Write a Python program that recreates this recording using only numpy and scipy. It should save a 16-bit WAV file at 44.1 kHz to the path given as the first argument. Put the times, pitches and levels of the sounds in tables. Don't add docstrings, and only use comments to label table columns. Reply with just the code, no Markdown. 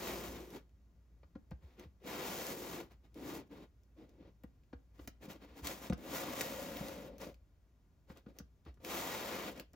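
import sys
import numpy as np
from scipy import signal
from scipy.fft import rfft, irfft, next_fast_len
from scipy.io import wavfile

SR = 44100
rng = np.random.default_rng(int(sys.argv[2]) if len(sys.argv) > 2 else 0)


def waveform_to_disk(signal):
    frames = np.transpose(np.atleast_2d(signal))
    scaled = np.clip(frames, -1, 1) * 32767
    samples = np.round(scaled).astype(np.int16)
    wavfile.write(sys.argv[1], SR, samples)


N = 429975
TIME_S = np.arange(N) / SR

# time_s, speed_db, hiss_over_rasp_db
SLIDE_CURVES = [
    [(0.0, -51.5, -1), (0.074, -46.5, -2.5), (0.23, -55.5, -0.5), (0.24, -50, -2.5), (0.324, -60, 1),
     (0.356, -55.5, -4), (0.5, -68, -1.5), (0.566, -56.5, -5.5), (0.66, -100, -7)],
    [(2.0, -86, -11), (2.074, -50.5, -3.5), (2.256, -48, -3.5), (2.266, -48.5, 0), (2.52, -50.5, 1.5),
     (2.562, -57.5, 2), (2.732, -52, -1), (2.808, -55, -4), (2.89, -80.5, -7)],
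    [(3.12, -84, -10), (3.138, -95, 4), (3.16, -67, -6.5), (3.292, -55, -0.5), (3.3, -53, -4),
     (3.37, -57.5, -0.5), (3.4, -60, -6), (3.452, -81.5, -17), (3.48, -86, 1)],
    [(5.97, -69, -6), (6.168, -45.5, 0.5), (6.26, -50.5, -4), (6.39, -49, -0.5), (6.4, -48, -1),
     (6.596, -53, -0.5), (6.89, -54.5, -3.5), (7.08, -64.5, -4.5), (7.16, -100, -16)],
    [(8.8, -79.5, -9), (8.84, -67.5, 0), (8.846, -57.5, -0.5), (8.912, -45.5, -2.5), (8.964, -46, -1),
     (9.484, -48.5, -6.5), (9.53, -62.5, -2), (9.56, -69, -11)],
]
# lower_hz, upper_hz, mid_upper_db, end_upper_db, drone_weight_db
SLIDE_GRIPS = [(350, 508, -5.5, -8, 2), (348, 500, 2, -9, 1.5), (309, 490, -12.5, -7, 4.5),
               (298, 530, 5.5, 1.5, 1.5), (334, 520, 4, -1, 1)]
# start_s, length_s, rasp_db, drone_db, hiss_db
FINGER_RUBS = [(1.591, 0.16, -75, -71.5, -84), (1.756, 0.086, -63.5, -56, -75),
               (2.884, 0.035, -63, -61.5, -72), (3.015, 0.038, -70, -64.5, -80),
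               (3.481, 0.16, -65.5, -52.5, -75.5), (3.946, 0.1, -72.5, -56.5, -84),
               (4.05, 0.14, -82, -65.5, -94), (4.174, 0.12, -74.5, -59.5, -93),
               (4.916, 0.08, -76.5, -70, -82), (4.97, 0.079, -74, -64, -72), (5.195, .065, -60, -51.5, -64),
               (5.276, 0.027, -46.5, -41, -50), (5.323, 0.033, -65, -53, -76),
               (5.386, 0.062, -62, -54.5, -72), (5.455, 0.092, -68.5, -62, -80),
               (5.539, 0.058, -59, -52, -61.5), (5.615, 0.11, -48.5, -46.5, -48.5),
               (5.708, 0.12, -61, -55, -61), (5.802, 0.072, -53.5, -50.5, -57.5),
               (6.996, 0.17, -70.5, -53, -83), (7.177, 0.069, -54, -47.5, -57.5),
               (7.231, 0.07, -63.5, -49.5, -68), (8.061, 0.06, -66.5, -61, -72),
               (8.132, 0.051, -65.5, -61, -75), (8.246, 0.059, -73, -59, -84),
               (8.327, 0.055, -73, -62, -80), (8.636, 0.055, -65, -57, -82), (9.528, 0.076, -58, -49, -65)]
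# start_s, thud_db, thud_hz, slap_db, sway_db
FINGER_KNOCKS = [(0.265, -50, 160, -60, -42), (1.232, -61, 139, -55, -47.5), (1.354, -39.5, 244, -48, -47),
                 (1.514, -39.5, 150, -41.5, -37.5), (1.626, -60.5, 140, -69, -39),
                 (1.852, -50, 160, -65, -41.5), (4.438, -42.5, 226, -46, -49),
                 (4.73, -37.5, 280, -45.5, -41), (4.993, -47, 318, -44.5, -44), (5.076, -48, 243, -42, -58),
                 (5.277, -42.5, 193, -60, -47), (5.611, -51, 180, -67, -36.5),
                 (5.898, -24.5, 203, -36, -30), (5.925, -33.5, 200, -31.5, -59),
                 (6.805, -35, 173, -43, -45), (8.1, -46, 242, -41.5, -48), (8.263, -43, 220, -53.5, -54),
                 (8.4, -45.5, 188, -49, -46), (8.662, -52, 285, -46, -39), (8.773, -71, 143, -60, -47.5),
                 (9.738, -54, 318, -53.5, -56)]
# start_s, level_db, snap_s
EDGE_TICKS = [(0.5043, -42.5, .0004), (0.6938, -66, .0012), (1.5096, -48, .0007), (1.7964, -41, 0.00054),
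              (3.144, -48.5, .0004), (3.835, -61, 0.0004), (4.0937, -55, 0.00028), (4.436, -47.5, 0.00057),
              (4.636, -63, .0005), (5.0755, -33.5, 0.0034), (5.646, -37, 0.00088), (5.6708, -28, 0.0039),
              (5.8696, -40, .0005), (5.899, -36.5, 0.00052), (5.933, -38, .0008), (6.3974, -33, 0.0012),
              (6.4095, -19, 0.00062), (6.4126, -23, 0.0011), (6.77, -31, 0.00037), (6.8842, -33, 0.0005),
              (7.1825, -42.5, 0.0007), (7.216, -38, .0006), (7.3438, -48.5, .0006), (8.173, -49, .001),
              (8.3871, -35.5, 0.00068), (8.651, -60, .002), (8.743, -60, .0004), (8.8486, -31, 0.00038),
              (9.577, -41, 0.00068), (9.5978, -34, 0.0013), (9.734, -49.5, 0.00055)]
# pitch_hz, level_db, t60_s
BOX_MODES = [(180, -13, 0.11), (301.5, 1, 0.11), (385, -32, .07), (506, 2.5, 0.07), (736, -10.5, 0.089),
             (856, -7.5, 0.034)]

# freq_hz, gain_db
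DRONE_SPECTRUM = [(30, -49), (70, -6), (125, -6), (190, 1), (280, 1), (360, -13), (430, 0), (560, -12.5),
                  (640, -18), (900, -23), (2000, -93.5)]
RASP_SPECTRUM = [(300, -38.5), (620, -1), (730, 3), (1100, 1), (1600, -3.5), (2200, -1.5), (2900, -5.5),
                 (3800, -6.5), (5500, -15), (12000, -63.5)]
HISS_SPECTRUM = [(1500, -35.5), (3200, 3.5), (4300, -0.5), (5600, 2), (7000, 4.5), (8200, 5.5), (9500, 2),
                 (10700, -3), (12500, 4), (15500, 1.5)]
FIZZ_SPECTRUM = [(8500, -31), (10500, -10), (12500, 2), (15500, -5)]
SLAP_SPECTRUM = [(80, 4.5), (300, 2), (600, -6), (1200, -10), (2200, -17.5), (4500, -27), (12000, -55)]
TICK_SPECTRUM = [(100, -39), (300, 12), (900, -13.5), (2300, 2.5), (4500, -3), (7300, 1), (10500, -7),
                 (13000, -3.5), (16000, -3)]
AIR_SPECTRUM = [(20, -16.5), (45, -1.5), (90, -3), (115, -7), (170, -13), (300, -17.5), (600, -27.5),
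                (1000, -32), (2000, -37), (4000, -42.5), (8000, -42), (10500, -48), (13000, -45),
                (16000, -48)]

# time_s, relative_db
HUM_CONTOUR = [(0.0, -60.5), (0.32, -58.5), (0.62, -68), (4.8, -69.5), (5.51, -67), (7.33, -66),
               (7.68, -75.5), (9.75, -66)]
# freq_hz, t60_s
ROOM_DECAY = [(100, 0.22), (400, 0.38), (1000, 0.22), (3000, 0.24), (7000, 0.13), (15000, .1)]
# freq_hz, coherence_ratio
STEREO_COHERENCE = [(100, 0.89), (500, 0.97), (1000, 0.73), (1300, 0.4), (2100, 0.82), (3700, 0.7),
                    (5600, 0.5), (7000, 0.9), (8000, 0.9), (8500, 1), (9100, 0.97), (10000, 0.82),
                    (15000, 0.8)]
# freq_hz, left_lead_rad
STEREO_PHASE = [(100, 0), (600, .3), (1100, .2), (1600, -.6), (2300, .4), (3100, 1.5), (4200, .8),
                (6200, .3), (7300, 1.8), (8100, 3.1), (9000, 3.1), (12000, 1.9), (16000, .6)]
# freq_hz, left_over_right_db
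STEREO_BALANCE = [(300, 0.3), (750, 4), (1200, 3.5), (2200, -1), (3500, 3.5), (5500, -0.5), (7500, 2),
                  (9500, 0)]


def scraping(judder, fizz_db=-14.5, fizz_knee_db=-40):
    slide_gains = sliding()
    rasp_gain, drone_gain, hiss_gain = np.hypot(slide_gains, rubbing())
    slide_hiss = slide_gains[2]
    fizz_gain = slide_hiss * np.minimum(slide_hiss / gain_of(fizz_knee_db), 1)
    coarse = slips(per_s=7000, spread_db=2) * judder
    fine = slips(per_s=14000, spread_db=5) * judder
    grit = slips(per_s=34, spread_db=5)
    drone = evened(evened(colour(coarse, DRONE_SPECTRUM)) + gain_of(2.5) * judder * panels())
    rasp = evened(colour(coarse, RASP_SPECTRUM))
    hiss = evened(colour(fine + 0.52 * coarse + 0.25 * grit, HISS_SPECTRUM))
    fizz = evened(colour(fine + 0.44 * grit, FIZZ_SPECTRUM))
    return (gain_of(-0.45) * drone_gain * drone + gain_of(0.7) * rasp_gain * rasp
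            + gain_of(2) * hiss_gain * hiss + gain_of(fizz_db) * fizz_gain * fizz)


def slips(per_s, spread_db):
    size = gain_of(spread_db * np.minimum(rng.exponential(1, N), 4))
    return evened(size * rng.choice([-1, 1], N) * (rng.random(N) < per_s / SR))


def sliding(push_over_rasp_db=9.5, push_knee_db=-47.5):
    gains = np.zeros((3, N))
    for curve, (*_, weight_db) in zip(SLIDE_CURVES, SLIDE_GRIPS):
        time_s, speed_db, hiss_over_rasp_db = np.transpose(curve)
        moving = (TIME_S >= time_s[0]) & (TIME_S <= time_s[-1])
        rasp = gain_of(np.interp(TIME_S, time_s, speed_db)) * moving
        push = rasp * gain_of(push_over_rasp_db)
        drone = gain_of(weight_db) * push / np.hypot(1, push / gain_of(push_knee_db))
        hiss = rasp * gain_of(np.interp(TIME_S, time_s, hiss_over_rasp_db))
        gains += [rasp, drone, hiss]
    return gains


def rubbing(attack_s=0.039, sag_db=-2, release_s=0.017):
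    gains, t = np.zeros((3, N)), TIME_S[:SR // 2]
    for start_s, length_s, *levels_db in FINGER_RUBS:
        held = np.minimum(t / attack_s, 1) ** 2 * gain_of(sag_db * np.minimum(t / length_s, 1))
        envelope = held * np.exp(-np.maximum(t - length_s, 0) / release_s)
        for gain, level_db in zip(gains, levels_db):
            add(gain, start_s, gain_of(level_db) * envelope)
    return gains


def panels():
    lower_hz, upper_hz, upper_db = grip_tuning()
    lower = resonate(slips(per_s=3000, spread_db=-1.5), lower_hz, stage_width_hz=102)
    upper = resonate(slips(per_s=3000, spread_db=-1.5), upper_hz, stage_width_hz=100)
    upper_share = 1 / (1 + gain_of(-upper_db) ** 2)
    return np.sqrt(1 - upper_share) * lower + np.sqrt(upper_share) * upper


def grip_tuning(start_upper_db=-5):
    times_s, tuning = [], []
    for curve, (lower_hz, upper_hz, mid_db, end_db, _) in zip(SLIDE_CURVES, SLIDE_GRIPS):
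        start_s, end_s = curve[0][0], curve[-1][0]
        times_s += [start_s, (start_s + end_s) / 2, end_s]
        tuning += [(lower_hz, upper_hz, db) for db in (start_upper_db, mid_db, end_db)]
    return [np.interp(TIME_S, times_s, column) for column in np.transpose(tuning)]


def knocks(swell_s=0.0018, slap_s=0.00301, lag_s=0.00299):
    out, t = np.zeros(N), TIME_S[:SR // 4]
    for start_s, thud_db, thud_hz, slap_db, _ in FINGER_KNOCKS:
        swing = (t / swell_s / 2) ** 2 * np.exp(2 - t / swell_s) * np.sin(2 * np.pi * thud_hz * t)
        ring = box_ring(t) * (1 - np.exp(-t / swell_s))
        slap = colour(rng.standard_normal(len(t)) * t * np.exp(-t / slap_s), SLAP_SPECTRUM)
        add(out, start_s + lag_s, gain_of(thud_db) * (swing + gain_of(-12) * ring))
        add(out, start_s - slap_s / 2, gain_of(slap_db) * slap / abs(slap).max())
    return out


def box_ring(t, detune_ratio=0.053):
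    ring = np.zeros(len(t))
    for pitch_hz, level_db, t60_s in BOX_MODES:
        struck_hz = pitch_hz * (1 + detune_ratio * rng.standard_normal())
        envelope = gain_of(level_db - 60 * t / t60_s)
        ring += envelope * np.sin(2 * np.pi * struck_hz * t) * rng.choice([-1, 1])
    return ring


def ticks(crumble_db=-12, crumble_t60_s=0.01):
    out, t = np.zeros(N), TIME_S[:SR // 8]
    for start_s, level_db, snap_s in EDGE_TICKS:
        envelope = np.exp(-t / snap_s) + gain_of(crumble_db - 60 * t / crumble_t60_s)
        snap = colour(rng.standard_normal(len(t)) * envelope, TICK_SPECTRUM)
        add(out, start_s, gain_of(level_db) * snap / abs(snap).max())
    return out


def rocking(sway_hz=59.3, press_lift_hz=34.8, settle_s=0.012, lag_s=0.0143, rise_s=0.0086, t60_s=0.15):
    out, t = np.zeros(N), TIME_S[:SR // 2]
    cycles = np.cumsum(sway_hz + press_lift_hz * np.exp(-t / settle_s)) / SR
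    sway = gain_of(-60 * t / t60_s) * (1 - np.exp(-t / rise_s)) * np.sin(2 * np.pi * cycles)
    for start_s, *_, sway_db in FINGER_KNOCKS:
        add(out, start_s + lag_s, gain_of(sway_db) * sway)
    return out


def reflections(early_s=0.0074, early_db=6, frame_samples=256):
    hz, t, noise = signal.stft(rng.standard_normal(SR // 2), SR, nperseg=frame_samples)
    decay = gain_of(-60 * t / at_hz(ROOM_DECAY, hz)[:, None])
    decay *= 1 + gain_of(early_db) * np.exp(-t / early_s)
    decay /= np.linalg.norm(decay, axis=1, keepdims=True)
    _, tail = signal.istft(noise * decay, SR, nperseg=frame_samples)
    return np.pad(tail / np.linalg.norm(tail), (frame_samples // 4, 0))


def hum(pitch_hz=57.8, waver_ratio=0.4, lift_db=3):
    time_s, relative_db = np.transpose(HUM_CONTOUR)
    flutter = resonate(rng.standard_normal(N), pitch_hz, stage_width_hz=45)
    tone = evened(np.sin(2 * np.pi * pitch_hz * TIME_S) + waver_ratio * flutter)
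    return gain_of(np.interp(TIME_S, time_s, relative_db) + lift_db) * tone


def room_air(level_db=-68.5):
    return gain_of(level_db) * evened(colour(rng.standard_normal(N), AIR_SPECTRUM))


def gain_of(db):
    return 10 ** (np.asarray(db) / 20)


def evened(x):
    return x / np.sqrt(np.mean(x ** 2) + 1e-20)


def at_hz(table, hz):
    freq_hz, value = np.transpose(table)
    return np.interp(np.log(hz + 1), np.log(freq_hz + 1), value)


def add(mix, start_s, sound):
    part = mix[max(round(start_s * SR), 0):][:len(sound)]
    part += sound[:len(part)]


def colour(x, spectrum, fft_size=4096):
    hz = abs(np.fft.fftfreq(fft_size, 1 / SR))
    log_gain = np.log(gain_of(at_hz(spectrum, hz)))
    response = np.exp(np.conj(signal.hilbert(log_gain)))
    taps = np.fft.ifft(response).real[:fft_size // 2]
    return signal.fftconvolve(x, taps)[:len(x)]


def resonate(x, pitch_hz, stage_width_hz):
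    carrier = np.exp(2j * np.pi * np.cumsum(pitch_hz * np.ones(len(x))) / SR)
    pole = np.exp(-np.pi * stage_width_hz / SR)
    for _ in range(2):
        x = 2 * (carrier * signal.lfilter([1 - pole], [1, -pole], x / carrier)).real
    return evened(x)


def wander(corner_hz):
    rolloff = 1 + (np.fft.rfftfreq(N, 1 / SR) / corner_hz) ** 2
    return evened(irfft(rfft(rng.standard_normal(N)) / rolloff, N))


def scene():
    fft_size = next_fast_len(N + SR)
    hz = np.fft.rfftfreq(fft_size, 1 / SR)
    judder = gain_of(0.69 * wander(corner_hz=59))
    common, apart = (rfft(scraping(judder) + room_air(), fft_size) for _ in range(2))
    blows = rfft(knocks() + ticks(), fft_size)
    echo_send = gain_of(3) * blows + gain_of(-3) * common
    coherence = np.clip(at_hz(STEREO_COHERENCE, hz), 0, 1)
    channels = []
    for side in (0.5, -0.5):
        direct = blows + np.sqrt((1 + coherence) / 2) * common
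        direct += side * np.sqrt(2 * (1 - coherence)) * apart
        echoes = np.sqrt(1 - coherence) * echo_send * rfft(reflections(), fft_size)
        lead = np.exp(1j * side * at_hz(STEREO_PHASE, hz))
        balance = gain_of(side * at_hz(STEREO_BALANCE, hz))
        channels.append(irfft((direct * lead + echoes) * balance, fft_size)[:N])
    return np.array(channels) + rocking() + hum()


def record(dry, low_cut_hz=32, high_cut_hz=16000):
    taps = signal.firwin(511, high_cut_hz, window=("kaiser", 9), fs=SR)
    trimmed = signal.sosfilt(signal.butter(2, low_cut_hz, "high", fs=SR, output="sos"), dry)
    return signal.oaconvolve(trimmed, taps[None], "same", axes=1)


dry = scene()
out = record(dry)
waveform_to_disk(out)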